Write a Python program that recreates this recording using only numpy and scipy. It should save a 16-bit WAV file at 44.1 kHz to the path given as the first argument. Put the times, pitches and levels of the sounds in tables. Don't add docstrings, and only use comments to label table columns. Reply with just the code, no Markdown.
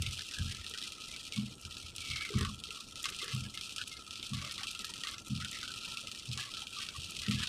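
import sys
import numpy as np
from scipy import signal
from scipy.fft import rfft, irfft
from scipy.io import wavfile
from scipy.ndimage import uniform_filter1d

SR = 44100
rng = np.random.default_rng(int(sys.argv[2]) if len(sys.argv) > 2 else 0)


def wav_record(signal):
    frames = np.transpose(np.atleast_2d(signal))
    bounded = np.clip(frames, -1, 1)
    quanta = np.round(bounded * 32767).astype(np.int16)
    wavfile.write(sys.argv[1], SR, quanta)


def makeup_ratio(level_db):
    decades = np.asarray(level_db, float) / 20
    return 10 ** decades


N = 329868

# start_s, patter_db, leak_db (of the channel that never closes)
RAIN = [(0, -45.5, -60.5), (.96, -47.5, -56.5), (1.36, -49, -64.5), (1.66, -51, -58.5), (1.95, -49, -61),
        (2.3, -49, -52.5), (3.3, -47, -56.5), (3.75, -47, -56), (4.05, -50, -57), (4.25, -46, -56),
        (4.6, -44.5, -53.5), (5.07, -46.5, -51.5), (5.6, -47.5, -54.5), (5.96, -45, -51.5),
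        (6.25, -48, -60.5), (6.58, -43, -53), (7.04, -47, -61), (7.48, -44, -54.5)]
# frequency_hz, density_db (per Hz)
GLASS = [(2150, -41.5), (2340, 1.5), (2660, 6), (3170, 6.5), (5210, 0.5), (7020, -5.5), (8640, -4.5),
         (11500, -15.5), (14900, -23.5), (15700, -28)]
# ring_hz, width_hz
PLACES = [(2650, 170), (3200, 69), (3900, 3100), (4500, 2600), (5600, 2400), (8500, 8000)]
# start_s, peak_db
LARGE_DROPS = [(0.022, -26), (0.386, -32), (0.776, -32), (1.323, -31.5), (1.982, -31), (2.41, -28.5),
               (2.4495, -30), (3.0418, -26), (3.056, -25), (3.2801, -30.5), (3.5749, -29), (3.6112, -30),
               (3.694, -34), (3.7622, -29), (3.782, -30), (3.8144, -30.5), (4.5799, -31), (4.633, -28.5),
               (4.7496, -32), (4.792, -30), (4.8455, -29), (5.036, -28.5), (5.0713, -29.5), (5.4472, -28.5),
               (5.9717, -29), (6.3756, -29.5), (6.5695, -34), (6.8878, -31), (7.2643, -30), (7.311, -26),
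               (.0586, -42), (.11, -33.5), (0.3117, -35), (0.665, -31.5), (0.7383, -32.5), (.921, -31.5),
                 (1.163, -32), (1.3614, -33), (1.6509, -33), (1.7686, -33), (2.2095, -31.5), (2.638, -31.5),
                 (2.7063, -33.5), (2.957, -35.5), (4.1082, -32.5), (4.1564, -33), (4.2283, -30.5),
                 (4.3345, -32.5), (4.67, -30), (4.938, -33), (5.1818, -34), (5.6304, -30), (5.678, -32.5),
                 (5.7393, -34), (6.0719, -31.5), (6.1151, -32.5), (6.1487, -35.5), (6.315, -31.5),
                 (6.5386, -33.5), (6.6697, -33)]
# start_s, peak_db
TICKS = [(0.02, -9), (0.6958, -17.5), (1.085, -21), (1.6134, -22), (1.962, -13.5), (2.386, -13),
         (2.411, -21), (3.0288, -13), (3.1004, -16), (3.243, -13.5), (3.3478, -17), (3.5518, -21),
         (3.763, -52), (3.8791, -16), (4.5216, -16.5), (4.7122, -17), (4.8179, -21), (4.8504, -14),
         (5.1123, -20), (5.2825, -19), (5.5136, -14), (7.107, -16), (7.2958, -20)]
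# start_s, length_s, strength_db, lowest_hz, highest_hz (channels opened)
GUSTS = [(.01, .12, -51.5, 2060, 2250), (.18, 0.049, -55, 1500, 2250), (0.307, 0.089, -55, 1500, 1690),
         (.467, 0.22, -57.5, 1690, 2250), (0.719, 0.16, -53.5, 1500, 1875), (1.32, 0.098, -50, 2250, 2250),
         (1.99, 0.31, -47, 2060, 2250), (2.07, 0.27, -60, 1125, 1875), (2.309, 0.21, -50.5, 1125, 2250),
         (2.722, 0.11, -54, 1125, 1125), (3.018, 0.14, -53, 1125, 2250), (3.16, 0.23, -52.5, 1125, 2060),
         (3.774, 0.068, -49.5, 1500, 1690), (4.311, 0.22, -58.5, 1125, 2250),
         (4.48, 0.061, -58, 1125, 2250), (4.57, 0.09, -55.5, 1125, 2250), (4.79, 0.27, -61.5, 1500, 2060),
         (5.028, .14, -54, 1125, 2250), (5.39, .09, -55.5, 1690, 2250), (5.489, 0.19, -54.5, 1690, 2250),
         (6.321, 0.19, -54.5, 1125, 2250), (6.751, 0.19, -58, 1125, 2250), (7.148, 0.36, -53, 1125, 2250),
         (7.388, 0.12, -54, 1500, 1875)]
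# middle_s, length_s, depth_db
LULLS = [(0.258, 0.087, -4.5), (1.566, 0.073, -6.5), (1.932, 0.1, -3.5), (2.57, 0.41, -3.5),
         (2.88, 0.31, -6), (3.515, 0.1, -6), (3.855, 0.046, -9), (5.227, 0.3, -8), (6.476, 0.14, -9),
         (6.682, 0.15, -6.5), (6.911, 0.049, -11)]
# start_s, peak_db, boom_db, dash_db, rebound_db
FLIPS = [
    (0.39, -29, 0.5, -12, -3.5),
    (1.373, -27.5, -24, 0, -9),
    (2.348, -20, -10, -7.5, -0.5),
    (3.337, -25, -19, -12, -2.5),
    (4.319, -26, -11, -6.5, -8.5),
    (5.307, -24, -19, -3.5, -3.5),
    (6.286, -28.5, -15, -19, -10),
    (7.282, -25, -15, 0.5, 3.5),
]
# start_s, peak_db, cowl_db
BUMPS = [
    (-.008, -29.5, -5),
    (0.071, -33.5, -9),
    (.584, -42.5, -23),
    (1.644, -42, -7.5),
    (1.833, -46, -17),
    (1.979, -47, -8),
    (2.098, -35.5, -5.5),
    (6.971, -41.5, -4),
    (7.176, -41.5, -7),
]
# mode_hz, width_hz, t60_s
PANELS = [
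    (83.1, 55, 0.64),
    (127.5, 50, 0.63),
    (207.2, 70, 0.57),
]
# start_s, centre_hz, length_s, level_db
STRAYS = [(.69, 406, 0.061, -56), (1.125, 2315, .04, -46), (1.298, 400, 0.033, -52.5),
          (1.36, 1133, 0.046, -57.5), (2.295, 386, 0.15, -43), (2.419, 1460, 0.063, -48),
          (2.683, 407, 0.022, -48.5), (3.099, 440, 0.027, -49), (3.222, 430, 0.099, -52.5),
          (3.534, 2120, 0.078, -51), (4.414, 610, 0.086, -55.5), (4.608, 836, 0.025, -49),
          (4.884, 938, 0.051, -56), (5.415, 1450, 0.053, -44.5), (5.856, 930, 0.087, -58),
          (6.026, 600, 0.038, -56), (6.378, 800, 0.042, -58), (6.616, 850, .04, -56),
          (6.94, 1175, .028, -48), (7.266, 402, 0.043, -44.5), (7.369, 398.5, 0.056, -54),
          (7.389, 980, .11, -58.5), (.377, 1600, 0.047, -46), (.467, 1670, 0.088, -55),
          (2.342, 1145, 0.16, -50.5), (5.038, 1167, .14, -52.5), (6.377, 1730, 0.068, -52),
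          (6.76, 1172, 0.04, -44.5), (5.619, 1480, 0.1, -47.5), (3.9, 2150, 0.086, -54)]
# frequency_hz, density_db (per Hz)
ROAD = [(15, -45), (25, -2), (99, 2), (158, -3.5), (201, -0.5), (314, -4.5), (758, -17.5), (1150, -18.5),
        (1500, -85), (2530, -120)]

STANDING_OUT = LARGE_DROPS
GUST_LIFT_DB, GUST_SLOPE = 3.5, 0.75
TREBLE_DB, TREBLE_SLOPE, LEAK_SLOPE = -9.5, -0.35, 0.84
COWL_DB, BUMP_DASH_DB = -4, -16
REBOUND_S, REBOUND_DB, AGAIN_DB, BOOM_KEPT = .057, (-4.5, -12.5, -13), -8.5, .4
CHANNEL_HZ = 48000 / 256
ROAD_DB, MIDS_DB = -59, -71


def evened(x):
    return x / np.sqrt(np.mean(x ** 2) + 1e-20)


def add(mix, s, sound):
    at = round(s * SR)
    heard = sound[max(-at, 0):]
    part = mix[max(at, 0):][:len(heard)]
    part += heard[:len(part)]


def coloured(x, points):
    hz = np.fft.rfftfreq(len(x), 1 / SR)
    knots, db = np.transpose(points)
    return irfft(rfft(x) * makeup_ratio(np.interp(np.log(hz + 1), np.log(knots), db)), len(x))


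def band(x, lo_hz, hi_hz, skirt_hz=25):
    hz = np.fft.rfftfreq(len(x), 1 / SR)
    outside = np.maximum(np.maximum(lo_hz - hz, hz - hi_hz), 0)
    return irfft(rfft(x) * np.exp(-(outside / skirt_hz) ** 2), len(x))


def wander(per_s):
    return evened(band(rng.standard_normal(N), 0, per_s, per_s))


def patter(per_s=42, spread_db=4.3, mist_db=-6.5):
    out, strength = np.zeros(N), np.zeros(N)
    clear = clear_of_drops()
    shape = splash(0.059, 4.4, size=4000)
    for hz, width in PLACES:
        size = np.minimum(rng.exponential(1, N), 2.2)
        hits = makeup_ratio(spread_db * size) * (rng.random(N) < per_s / SR) * clear
        power = abs(signal.oaconvolve(hits ** 2, shape ** 2)[:N])
        power = power / power.mean() + makeup_ratio(mist_db) ** 2
        strength += power / len(PLACES)
        splash_rms = np.sqrt(np.mean(hits ** 2) * np.sum(shape ** 2))
        snaps = 5 * np.convolve(hits, [.5, 1, .5], "same") / splash_rms
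        splashes = np.sqrt(power) * rng.standard_normal(N)
        out += on_glass(splashes + snaps, hz, width)
    treble = band(out, 7000, SR / 2, 1940)
    level_db, _, treble_db = rain_db()
    return makeup_ratio(level_db) * evened(out - treble + makeup_ratio(11.5 + treble_db) * treble), strength


def big_drops(trim_db=-12):
    places, strength = np.zeros((len(PLACES), N)), np.zeros(N)
    shape = splash(0.1, 6.9, size=3000)
    snap = 10 * np.maximum(1 - abs(np.arange(3000) - 6) / 2, 0)
    noises = rng.standard_normal((len(STANDING_OUT), 3000))
    for k, ((s, db), noise) in enumerate(zip(STANDING_OUT, noises)):
        peak = makeup_ratio(db + trim_db)
        add(places[k * 5 % len(PLACES)], s, peak * (shape * noise + snap))
        add(strength, s, (peak * shape) ** 2)
    return sum(on_glass(x, *ring) for x, ring in zip(places, PLACES)), strength


def bright_ticks():
    out = np.zeros(N)
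    shape = splash(.035, 3, size=1500)
    for (s, db), noise in zip(TICKS, rng.standard_normal((len(TICKS), 1500))):
        add(out, s, makeup_ratio(db - 23.0) * shape * noise)
    return signal.sosfilt(signal.butter(2, [5000, 10500], "bandpass", fs=SR, output="sos"), out)


def splash(t60, tick_db, size):
    t = np.arange(size) / SR
    ring = makeup_ratio(-60 * t / t60)
    tick = makeup_ratio(tick_db - 60 * t / .008)
    return (ring + tick) * (1 - np.exp(-t / .0002))


def on_glass(x, hz, width, lift=1.1):
    f = abs(np.fft.fftfreq(4096, 1 / SR))
    knots, db = np.transpose(GLASS)
    ring = 1 + lift / (1 + (2 * (f - hz) / width) ** 2)
    gain = makeup_ratio(np.interp(np.log(f + 1), np.log(knots), db)) * ring
    taps = np.fft.ifft(np.exp(signal.hilbert(np.log(gain)).conj())).real[:2048]
    return signal.oaconvolve(x, taps / np.linalg.norm(taps))[:N]


def clear_of_drops(before_s=.017, after_s=.004):
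    clear = np.ones(N)
    for s, _ in STANDING_OUT:
        clear[round(max(s - before_s, 0) * SR):round((s + after_s) * SR)] = 0
    return clear


def rain_db():
    t = np.arange(N) / SR
    s, steady, leak = np.transpose(RAIN)

    def hump(middle, length):
        return np.cos(np.pi * np.clip((t - middle) / length, -.5, .5)) ** 2

    swing = sum(db * hump(at, length) for at, length, db in LULLS)
    for at, length, db, *_ in GUSTS:
        lift_db = GUST_LIFT_DB + GUST_SLOPE * (db + 53.5)
        swing = swing + lift_db * hump(at + length / 2, 1.51 * length)
    level_db = np.interp(t, s, steady) + swing
    leak_db = np.interp(t, s, leak) + LEAK_SLOPE * np.minimum(swing, 3.5)
    return level_db, leak_db, TREBLE_DB + TREBLE_SLOPE * (level_db + 50.5)


def thuds(rise=.018, lead=.015, hold=.18, shaky=.4, punch=.9):
    out, t = np.zeros(N), np.arange(16000) / SR
    shut = (1 + punch * np.exp(-((t - .033) / .014) ** 2)) / (1 + (t / hold) ** 4)
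    rows = blows()
    for (s, db, *shares), luck in zip(rows, rng.standard_normal((len(rows), 3, 16001))):
        for (hz, width, t60), share_db, z in zip(PANELS, shares, luck):
            tuned_hz = hz * (1 + 0.017 * z[0])
            ring = np.sqrt(2) * np.cos(2 * np.pi * tuned_hz * (t - .031))
            shake = evened(band(z[1:], hz - width / 2, hz + width / 2, width / 2))
            shape = (1 - np.exp(-(t / rise) ** 2)) * makeup_ratio(-60 * t / t60) * shut
            blow = shape * ((1 - shaky) * ring + shaky * shake)
            add(out, s - lead, makeup_ratio(db + share_db - 4.5) * blow)
    return out


def blows():
    rows = [(s, db, 0, cowl_db, BUMP_DASH_DB) for s, db, cowl_db in BUMPS]
    for s, db, boom_db, dash_db, back_db in FLIPS:
        colour = np.add(REBOUND_DB, [BOOM_KEPT * boom_db, 0, 0])
        rows.append((s, db, boom_db, COWL_DB, dash_db))
        rows.append((s + REBOUND_S, db + back_db, *colour))
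        rows.append((s + 2 * REBOUND_S, db + back_db + AGAIN_DB, *colour))
    return rows


def openings(beat, lag=.005, sag_db=7, flutter_db=3.0, blips_per_s=11):
    level_db, leak_db, _ = rain_db()
    flutter = makeup_ratio(-3.74 + flutter_db * np.minimum(wander(12.0), 1.2))
    out = channel(1319.0, rng.standard_normal(N)) * makeup_ratio(leak_db) * flutter

    when, which, long, loud = rng.random((round(blips_per_s * N / SR), 4)).T
    blip_hz = CHANNEL_HZ * np.round(5.5 + 7 * which ** .7)
    blip_db = -67 + 7 * loud + .6 * (level_db[(when * N).astype(int)] + 48)
    blips = np.c_[when * N / SR, blip_hz, .025 + .03 * long, blip_db]

    rows = np.r_[STRAYS, blips, gust_openings(), drop_openings()]
    for (s, hz, length, db), z in zip(rows, rng.standard_normal((len(rows), 16384))):
        t = np.arange(min(round(length * SR), len(z))) / SR
        ramps = np.minimum(t / 0.0068, (length - t) / 0.01)
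        shape = np.sin(np.pi / 2 * np.clip(ramps, 0, 1))
        waver_db = 3.5 * np.sin(2 * np.pi * t / 0.16 + 2.8)
        add(out, s + lag, makeup_ratio(db - sag_db * t / length + waver_db) * shape * channel(hz, z)[:len(t)])
    return out * beat


def channel(hz, z):
    return evened(band(z, hz - CHANNEL_HZ / 3, hz + CHANNEL_HZ / 3, 15.5))


def gust_openings(blip_s=.05, share=.2, spread_db=17, off_hz=60, top_db=-0.5, low_db=1.5, lift_db=5.0,
                  edge_share=.45):
    rows, grid = [], CHANNEL_HZ * np.arange(6, 13)
    for (s, length, db, lo_hz, hi_hz), luck in zip(GUSTS, rng.random((len(GUSTS), len(grid), 2, 4))):
        for hz, blinks in zip(grid, luck):
            in_range = lo_hz - CHANNEL_HZ / 2 < hz < hi_hz + CHANNEL_HZ / 2
            if not in_range or hz == grid[1]:
                continue
            lowest, top = hz == grid[0], hz > grid[4]
            stay_share = edge_share if lowest or top else share
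            for half, (late, long, soft, off) in enumerate(blinks):
                stays = min(blip_s * long + stay_share * length, length)
                start = s + (half + late) / 2 * (length - stays)
                centre_hz = hz + off_hz * (off - .3 + .5 * lowest)
                rows.append((start, centre_hz, stays,
                             db + lift_db + top_db * top + low_db * lowest - spread_db * soft))
    return rows


def drop_openings(below_db=-30, spread_db=9, reach=2.5):
    rows = []
    for (s, db), (deep, long, soft) in zip(STANDING_OUT, rng.random((len(STANDING_OUT), 3))):
        hz = CHANNEL_HZ * (12 - np.floor(reach * deep ** 2 * 2))
        rows.append((s - .01, hz, 0.019 + 0.033 * long, db + below_db - spread_db * soft))
    return rows


def road():
    low = evened(coloured(rng.standard_normal(N), ROAD)) * makeup_ratio(ROAD_DB + 2.1 * wander(17))
    mids = evened(band(rng.standard_normal(N), 1174, 2050, 110)) * makeup_ratio(MIDS_DB + 0.42 * wander(22))
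    rain = makeup_ratio(rain_db()[0])
    return low + mids * rain / rain.mean()


def spray(level_db=-66, follow=0.55):
    colour = [(4000, -16), (7000, -7.5), (9500, -5.5), (12000, -21), (15700, -21)]  # (Hz, dB)
    hiss = coloured(rng.standard_normal(N), colour)
    return evened(hiss) * makeup_ratio(level_db + follow * (rain_db()[0] + 45.5))


def scene():
    small, small_power = patter()
    big, big_power = big_drops()
    power = uniform_filter1d(small_power * makeup_ratio(rain_db()[0]) ** 2 * 0.4 + big_power, 260)
    beat = (power / uniform_filter1d(power, 6000)) ** 0.36
    return (small + big + bright_ticks() + thuds() + openings(beat) + road() + spray())[None]


def suppress(x, margin_db=-2.5, depth_db=7):
    hz, _, z = signal.stft(x, SR, nperseg=236, noverlap=177)
    level = 10 * np.log10(uniform_filter1d(abs(z) ** 2, 24, axis=1) + 1e-16)
    under = np.percentile(level, 15, axis=1)[:, None] + margin_db - level
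    cut_db = depth_db * (hz > 2400)[:, None] / (1 + np.exp(-under))
    return signal.istft(z * makeup_ratio(-cut_db), SR, nperseg=236, noverlap=177)[1][:N]


def roll_off(x):
    return signal.sosfilt(signal.butter(12, 15800, fs=SR, output="sos"), x)


def record(dry):
    calm = 1 / (1 + (makeup_ratio(rain_db()[0]) / makeup_ratio(-48.5)) ** 3)
    held = dry[0] - .9 * calm * band(dry[0], 4810, 4930, 30)
    held = suppress(held)
    rim = band(held, 15520, 15780, 30)
    power = uniform_filter1d(rim ** 2, 600)
    hit = uniform_filter1d(1. * (power > np.percentile(power, 85)), 200)
    mix = band(held, 0, 15480, 15) + .5 * rim * hit
    return roll_off(mix[None])


dry = scene()
out = record(dry)
wav_record(out)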